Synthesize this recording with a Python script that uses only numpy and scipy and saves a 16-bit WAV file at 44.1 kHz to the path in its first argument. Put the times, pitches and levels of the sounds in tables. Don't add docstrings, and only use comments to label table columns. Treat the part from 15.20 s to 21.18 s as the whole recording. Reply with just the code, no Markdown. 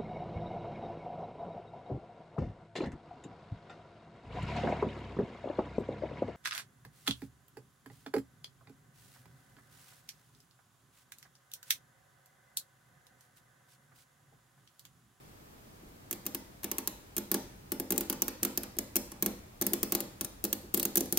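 import sys
import numpy as np
from scipy import signal
from scipy.io import wavfile
from scipy.ndimage import uniform_filter1d

SR = 44100
rng = np.random.default_rng(int(sys.argv[2]) if len(sys.argv) > 2 else 0)


def pcm_store(signal):
    levels = np.round(np.clip(np.atleast_2d(signal), -1, 1) * 32767)
    wavfile.write(sys.argv[1], SR, levels.astype(np.int16).T)


def convert_level_to_amplitude(level_db):
    exponent = np.asarray(level_db, float) / 20
    return 10 ** exponent


N = 263718


def rms_one(x):
    return x / np.sqrt(np.mean(x ** 2) + 1e-20)


def at_hz(rows, hz):
    at, *columns = np.transpose(rows)
    return [np.interp(np.log(hz), np.log(at), c) for c in columns]


def ring(clicks, hz, t60_s):
    r = convert_level_to_amplitude(-60 / (t60_s * SR))
    w = 2 * np.pi * hz / SR
    return signal.lfilter([0, np.sin(w)], [1, -2 * r * np.cos(w), r * r], clicks + 1e-18)


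def dying(t60_s, size):
    return convert_level_to_amplitude(-60 * np.arange(size) / SR / t60_s)


def bandpass(x, order, low_hz, high_hz):
    return signal.sosfilt(signal.butter(order, [low_hz, high_hz], "band", fs=SR, output="sos"), x)


def bands(size):
    edges_hz = 20 * 2 ** np.arange(0, 10.1, .5)
    white = rng.standard_normal((2, 2, size))
    for k, (low, high) in enumerate(zip(edges_hz, edges_hz[1:])):
        yield np.sqrt(low * high), bandpass(white[k % 2], 2, low, high)


def stereo(mid, side, alike):
    alike = np.clip(alike, -1, 1)
    return np.sqrt(1 + alike) * mid + np.sqrt(1 - alike) * side * [[1], [-1]]


def add(out, sound, s):
    i = round(s * SR)
    out[:, i:i + sound.shape[1]] += sound[:, :N - i]


# pitch_hz [Hz], level_db [dB per Hz]
HISS = [(12, -37), (20, -58), (53, -6.5), (75, -14.5), (99, -4), (506, -14.5), (772, -15.5), (3140, -27),
        (15200, -32), (16500, -30)]
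# pitch_hz [Hz], likeness [-1 to 1]
HISS_LIKENESS = [(60, 0.92), (130, 0.88), (290, 0.46), (640, -0.42), (1410, -0.41), (3100, -0.15),
                 (6820, -0.16), (15000, 0.23)]
HISS_DB, HUM_HZ, HUM_DB = -55, 50, -64


def background():
    settle = 8000
    hiss = 0
    for hz, (mid, side) in bands(size=N + settle):
        hiss = hiss + convert_level_to_amplitude(at_hz(HISS, hz)[0]) * stereo(mid, side, *at_hz(HISS_LIKENESS, hz))
    hum = ring(rng.standard_normal(N + settle), HUM_HZ, t60_s=0.44)
    return convert_level_to_amplitude(HISS_DB) * rms_one(hiss[:, settle:]) + convert_level_to_amplitude(HUM_DB) * rms_one(hum[settle:])


# time_s [s], level_db [dB]
RUMBLE = [(0.0, -74), (0.7, -54), (1.08, -84), (1.5, -51), (1.75, -76), (1.95, -61), (2.33, -50),
          (2.55, -52), (5.98, -50.5)]


def rumble():
    s, level_db = np.transpose(RUMBLE)
    low = bandpass(rng.standard_normal(N + 8000), 2, 30, 110)
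    return convert_level_to_amplitude(np.interp(np.arange(N) / SR, s, level_db) - 7.5) * rms_one(low[8000:])


# pitch_hz [Hz], level_db [dB], t60_s [s], likeness left to right [-1 to 1]
ROOM = [(151, -12.5, 0.78, 1), (358, -17.5, 0.36, 0.92), (519, -7, 0.5, 0.77), (1140, -12.5, 0.41, 0.38),
        (1600, -22.5, 0.79, -0.16), (2130, -19.5, 0.61, 0.17), (3300, -24, 0.59, -0.04),
        (5600, -20, 0.52, -0.13), (6800, -28, 0.67, -1.02), (9800, -28, 0.5, 0.4),
        (15100, -26, 0.24, -0.21)]


def room(x):
    size = 20000
    tail = 0
    for hz, (mid, side) in bands(size):
        level_db, t60_s, alike = at_hz(ROOM, hz)
        tail = tail + convert_level_to_amplitude(level_db) * stereo(mid, side, alike) * dying(t60_s, size)
    tail = tail * (1 - np.exp(-np.arange(size) / SR / .002)) / 20
    return signal.fftconvolve(x[None], tail, axes=1)[:, :N]


def knock(snaps):
    clicks = np.zeros(N)
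    clicks[np.round(snaps[:, 0] * SR).astype(int)] = convert_level_to_amplitude(snaps[:, 2] + 16)
    return bandpass(clicks, 1, 450, 6000)


# delay_s [s], left_db [dB], right_db [dB]
ECHOES = [(.0008, -15, -15), (.0015, -14, -12), (.0024, -18, -19), (.003, -17, -15.5),
          (.0036, -12.5, -11.5), (.0043, -16.5, -14), (.0062, -21, -20)]
# pitch_hz [Hz], level_db [dB], t60_s [s]
CAVITY = (6130, -20, .012)


def reflections(blow):
    out = np.zeros((2, N))
    for delay_s, left_db, right_db in ECHOES:
        add(out, blow * convert_level_to_amplitude(np.array([[left_db], [right_db]])), delay_s)
    out = out + convert_level_to_amplitude(7.5) * signal.lfilter(*signal.butter(2, 7500, fs=SR), out)
    hz, level_db, t60_s = CAVITY
    return out + convert_level_to_amplitude(level_db) * ring(blow + 2 * out, hz, t60_s) * [[.6], [-1.2]]


def struck(snaps, modes, axis, spread_db, detune, size):
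    hz, level_db, t60_s, direction = np.transpose(modes)[:, :, None]
    out, t = np.zeros((1, N)), np.arange(size) / SR
    shapes = convert_level_to_amplitude(level_db) * dying(t60_s, size) * np.sign(direction)
    variations = rng.standard_normal((len(snaps), 2, len(modes), 1))
    for snap, (strength, shift) in zip(snaps, variations):
        swing = np.sin(2 * np.pi * hz * (1 + detune * shift) * t)
        rings = convert_level_to_amplitude(snap[axis] + spread_db * strength) * shapes * swing
        add(out, rings.sum(axis=0, keepdims=True), snap[0] + .0003)
    return out[0]


TABLE_HZ = [130, 204, 260, 312, 340, 408, 436, 478, 533, 572, 630, 766, 840]
# level_db [dB], t60_s [s], direction at the microphones [sign]
TABLE_MODES = [(-31.5, .2, 1), (-5.5, 0.2, -1), (-5.5, 0.15, 1), (-5.5, 0.14, -1), (0, 0.095, -1),
               (-17.5, 0.079, 1), (-15.5, 0.15, 1), (-21.5, 0.18, -1), (-24.5, 0.15, 1), (-21.5, 0.19, 1),
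               (-16.5, 0.085, -1), (-12.5, 0.039, 1), (-17.5, 0.028, 1)]


def table_thump(snaps):
    modes = np.c_[TABLE_HZ, TABLE_MODES]
    thump = struck(snaps, modes, axis=3, spread_db=2.2, detune=.005, size=14000)
    return bandpass(thump, 2, 120, 1200)


# pitch_hz [Hz], level_db [dB], t60_s [s], direction at the microphones [sign]
STACK_MODES = [(1070, -2, .03, 1), (1190, -6, .03, 1), (1720, -2, .03, 1), (2060, -5, .02, 1),
               (2250, -4, .02, 1), (3400, -4, .01, -1), (4450, -3, .01, 1), (5200, -5, .01, -1)]


def stack_ring(snaps):
    return struck(snaps, STACK_MODES, axis=2, spread_db=2.5, detune=.03, size=2500)


# start_s [s], crack_db [dB peak], stack_db [dB], thump_db [dB]
LEADS = [(0.9105, -15.5, -39, -40.5), (1.0648, -14, -35.5, -39), (1.1474, -14.5, -34.5, -37),
         (1.443, -17.5, -34, -37), (1.5147, -16, -33.5, -38), (1.5832, -13.5, -32, -38.0),
         (1.6744, -12.5, -33, -39), (1.9658, -12.5, -35, -40.0), (2.1154, -8.5, -31.5, -30.5),
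         (2.5195, -12.5, -36.5, -31.5), (2.599, -16.5, -39, -32.5), (2.7053, -11.5, -35.5, -29.0),
         (2.8987, -12, -29, -31), (3.0201, -9, -29.5, -34.5), (3.2309, -8.5, -30.5, -38),
         (3.3749, -12.5, -36.5, -34.5), (3.5866, -13, -35.5, -36), (3.7568, -10.5, -32.5, -30.5),
         (4.0243, -9, -31.5, -30.5), (4.4131, -12.0, -33.5, -30.5), (4.5337, -8.5, -32.5, -31),
         (4.6301, -8, -32, -31), (4.722, -10.5, -29, -30), (5.01, -13, -33.5, -38),
         (5.2404, -10.5, -42, -33.5), (5.3285, -10, -33.5, -36.0), (5.5403, -12, -38.5, -31),
         (5.7563, -8, -31, -33.5), (5.9249, -10, -40, -33)]
# start_s [s], crack_db [dB peak], stack_db [dB], thump_db [dB]
FOLLOWERS = [(0.9281, -19, -37, -39), (1.9805, -13, -36.5, -34.5), (2.1427, -11.0, -27.0, -29.5),
             (2.7217, -13, -32, -27), (2.7789, -11, -42, -32.5), (2.8084, -16, -33.5, -36.5),
             (2.9272, -19.5, -36, -48), (3.081, -15.0, -30.5, -37.0), (3.2497, -10.5, -30, -33),
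             (3.4334, -21.5, -35, -41.5), (3.7653, -9.5, -45, -35), (4.0612, -11.5, -29.5, -29),
             (4.4215, -15.5, -32.5, -35.5), (4.4662, -8.5, -35.5, -31), (4.7504, -9.0, -31, -29.5),
             (4.8045, -15.5, -36.5, -36.5), (5.0466, -17, -43, -42.5), (5.25, -14.5, -35.5, -34.5),
             (5.5447, -9, -40, -57.5), (5.575, -12.5, -37.5, -32), (5.5973, -10.5, -39, -40),
             (5.6293, -12.5, -42, -42), (5.6528, -10.5, -38, -32.5), (5.7715, -7, -47, -31.5),
             (5.7772, -10, -38, -32.5), (5.8068, -14, -42, -32), (5.9735, -7, -45, -29.5)]
# start_s [s], tick_db [dB peak], thump_db [dB]
NUDGES = [(0.6304, -58, -50), (0.6908, -63, -62), (1.0549, -34, -44), (1.4328, -26.5, -58),
          (2.761, -32, -66), (3.2271, -39, -34), (3.2962, -53, -54), (3.5678, -36, -38.5),
          (3.9183, -30.5, -43), (4.521, -50, -34.5), (4.696, -43, -68), (5.24, -42, -62),
          (5.4405, -60, -47), (5.5701, -28, -62), (5.8577, -32, -72), (5.9707, -50, -51)]
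CRACK_HZ, CRACK_SPREAD_HZ, NUDGE_HZ = 13400, 700, 11900
PAN_DB, PAN_SPREAD_DB = 1.7, 2.4
NUDGE_RING_DB = -11.5


def contacts():
    nudges = [(s, tick_db, tick_db + NUDGE_RING_DB, thump_db) for s, tick_db, thump_db in NUDGES]
    rows = []
    for events, hz in ((LEADS, CRACK_HZ), (FOLLOWERS, CRACK_HZ), (nudges, NUDGE_HZ)):
        pitch, side = np.clip(rng.standard_normal((len(events), 2)).T, -2, 2)
        rows.append(np.c_[events, hz + CRACK_SPREAD_HZ * pitch, PAN_DB + PAN_SPREAD_DB * side])
    return np.concatenate(rows)


def crack_burst(hz, jolt, contact_s=.000135, width_hz=9000):
    t = np.arange(64) / SR
    carrier = np.cos(2 * np.pi * hz * t) + 0.67 * jolt[:64]
    burst = carrier * t * np.exp(-t / contact_s)
    r = np.exp(-np.pi * width_hz / SR)
    burst = signal.lfilter([1, 0, -1], [1, -2 * r * np.cos(2 * np.pi * hz / SR), r * r], burst)
    return burst / np.abs(burst).max()


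def cracks(snaps, chatter_db, chatter_t60_s):
    size = 1500
    direct, chatter = np.zeros((2, N)), np.zeros((2, N))
    noise, t = rng.standard_normal((len(snaps), 3, size)), np.arange(size) / SR
    bright = signal.butter(1, 9000, "high", fs=SR)
    middle = signal.butter(1, [700, 6000], "band", fs=SR)
    settling = dying(chatter_t60_s, size) * (1 - np.exp(-t / 0.0003))
    rustling = dying(0.053, size)
    for (s, crack_db, stack_db, _, hz, pan_db), (jolt, *settle) in zip(snaps, noise):
        settle = np.array(settle)
        sides = convert_level_to_amplitude(crack_db - 0.93 + pan_db * np.array([[.5], [-.5]]))
        add(direct, sides * crack_burst(hz, jolt), s)
        grains = .35 * jolt + 0.85 * settle * np.abs(jolt)
        add(chatter, sides * convert_level_to_amplitude(chatter_db) * signal.lfilter(*bright, grains) * settling, s)
        rustle = signal.lfilter(*middle, 0.4 * settle + 1.24 * jolt) * rustling
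        add(chatter, convert_level_to_amplitude(stack_db - 4.5) * rustle, s)
    return direct, chatter


def scene():
    snaps = contacts()
    direct, chatter = cracks(snaps, chatter_db=-6.0, chatter_t60_s=0.027)
    stack = stack_ring(snaps)
    table = table_thump(snaps)
    blow = direct + convert_level_to_amplitude(-13.5) * stack * convert_level_to_amplitude(np.array([[-1.2], [1.2]]))
    thump = convert_level_to_amplitude(-1.5) * table * convert_level_to_amplitude(np.array([[-.35], [.35]]))
    near = blow + chatter + reflections(blow) + thump
    to_room = (0.57 * direct + chatter).mean(axis=0) + knock(snaps) + convert_level_to_amplitude(-9) * table
    return near + convert_level_to_amplitude(9.5) * room(to_room) + background() + rumble()


def roll_off(x):
    return signal.sosfilt(signal.butter(12, 16980, fs=SR, output="sos"), x)


CUTOFF_HZ, QUIET_TOP_HZ, TOP_GATE_DB = 16900, 15750, -42


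def record(dry):
    cut = signal.sosfilt(signal.cheby2(12, 60, CUTOFF_HZ, fs=SR, output="sos"), dry)
    body = signal.sosfiltfilt(signal.cheby1(10, .1, QUIET_TOP_HZ, fs=SR, output="sos"), cut)
    top = cut - body
    top_level = np.sqrt(np.abs(uniform_filter1d(top ** 2, size=128)))
    gate = uniform_filter1d(1. * (top_level > convert_level_to_amplitude(TOP_GATE_DB)), size=128)
    return roll_off(body + gate * top)


dry = scene()
out = record(dry)
pcm_store(out)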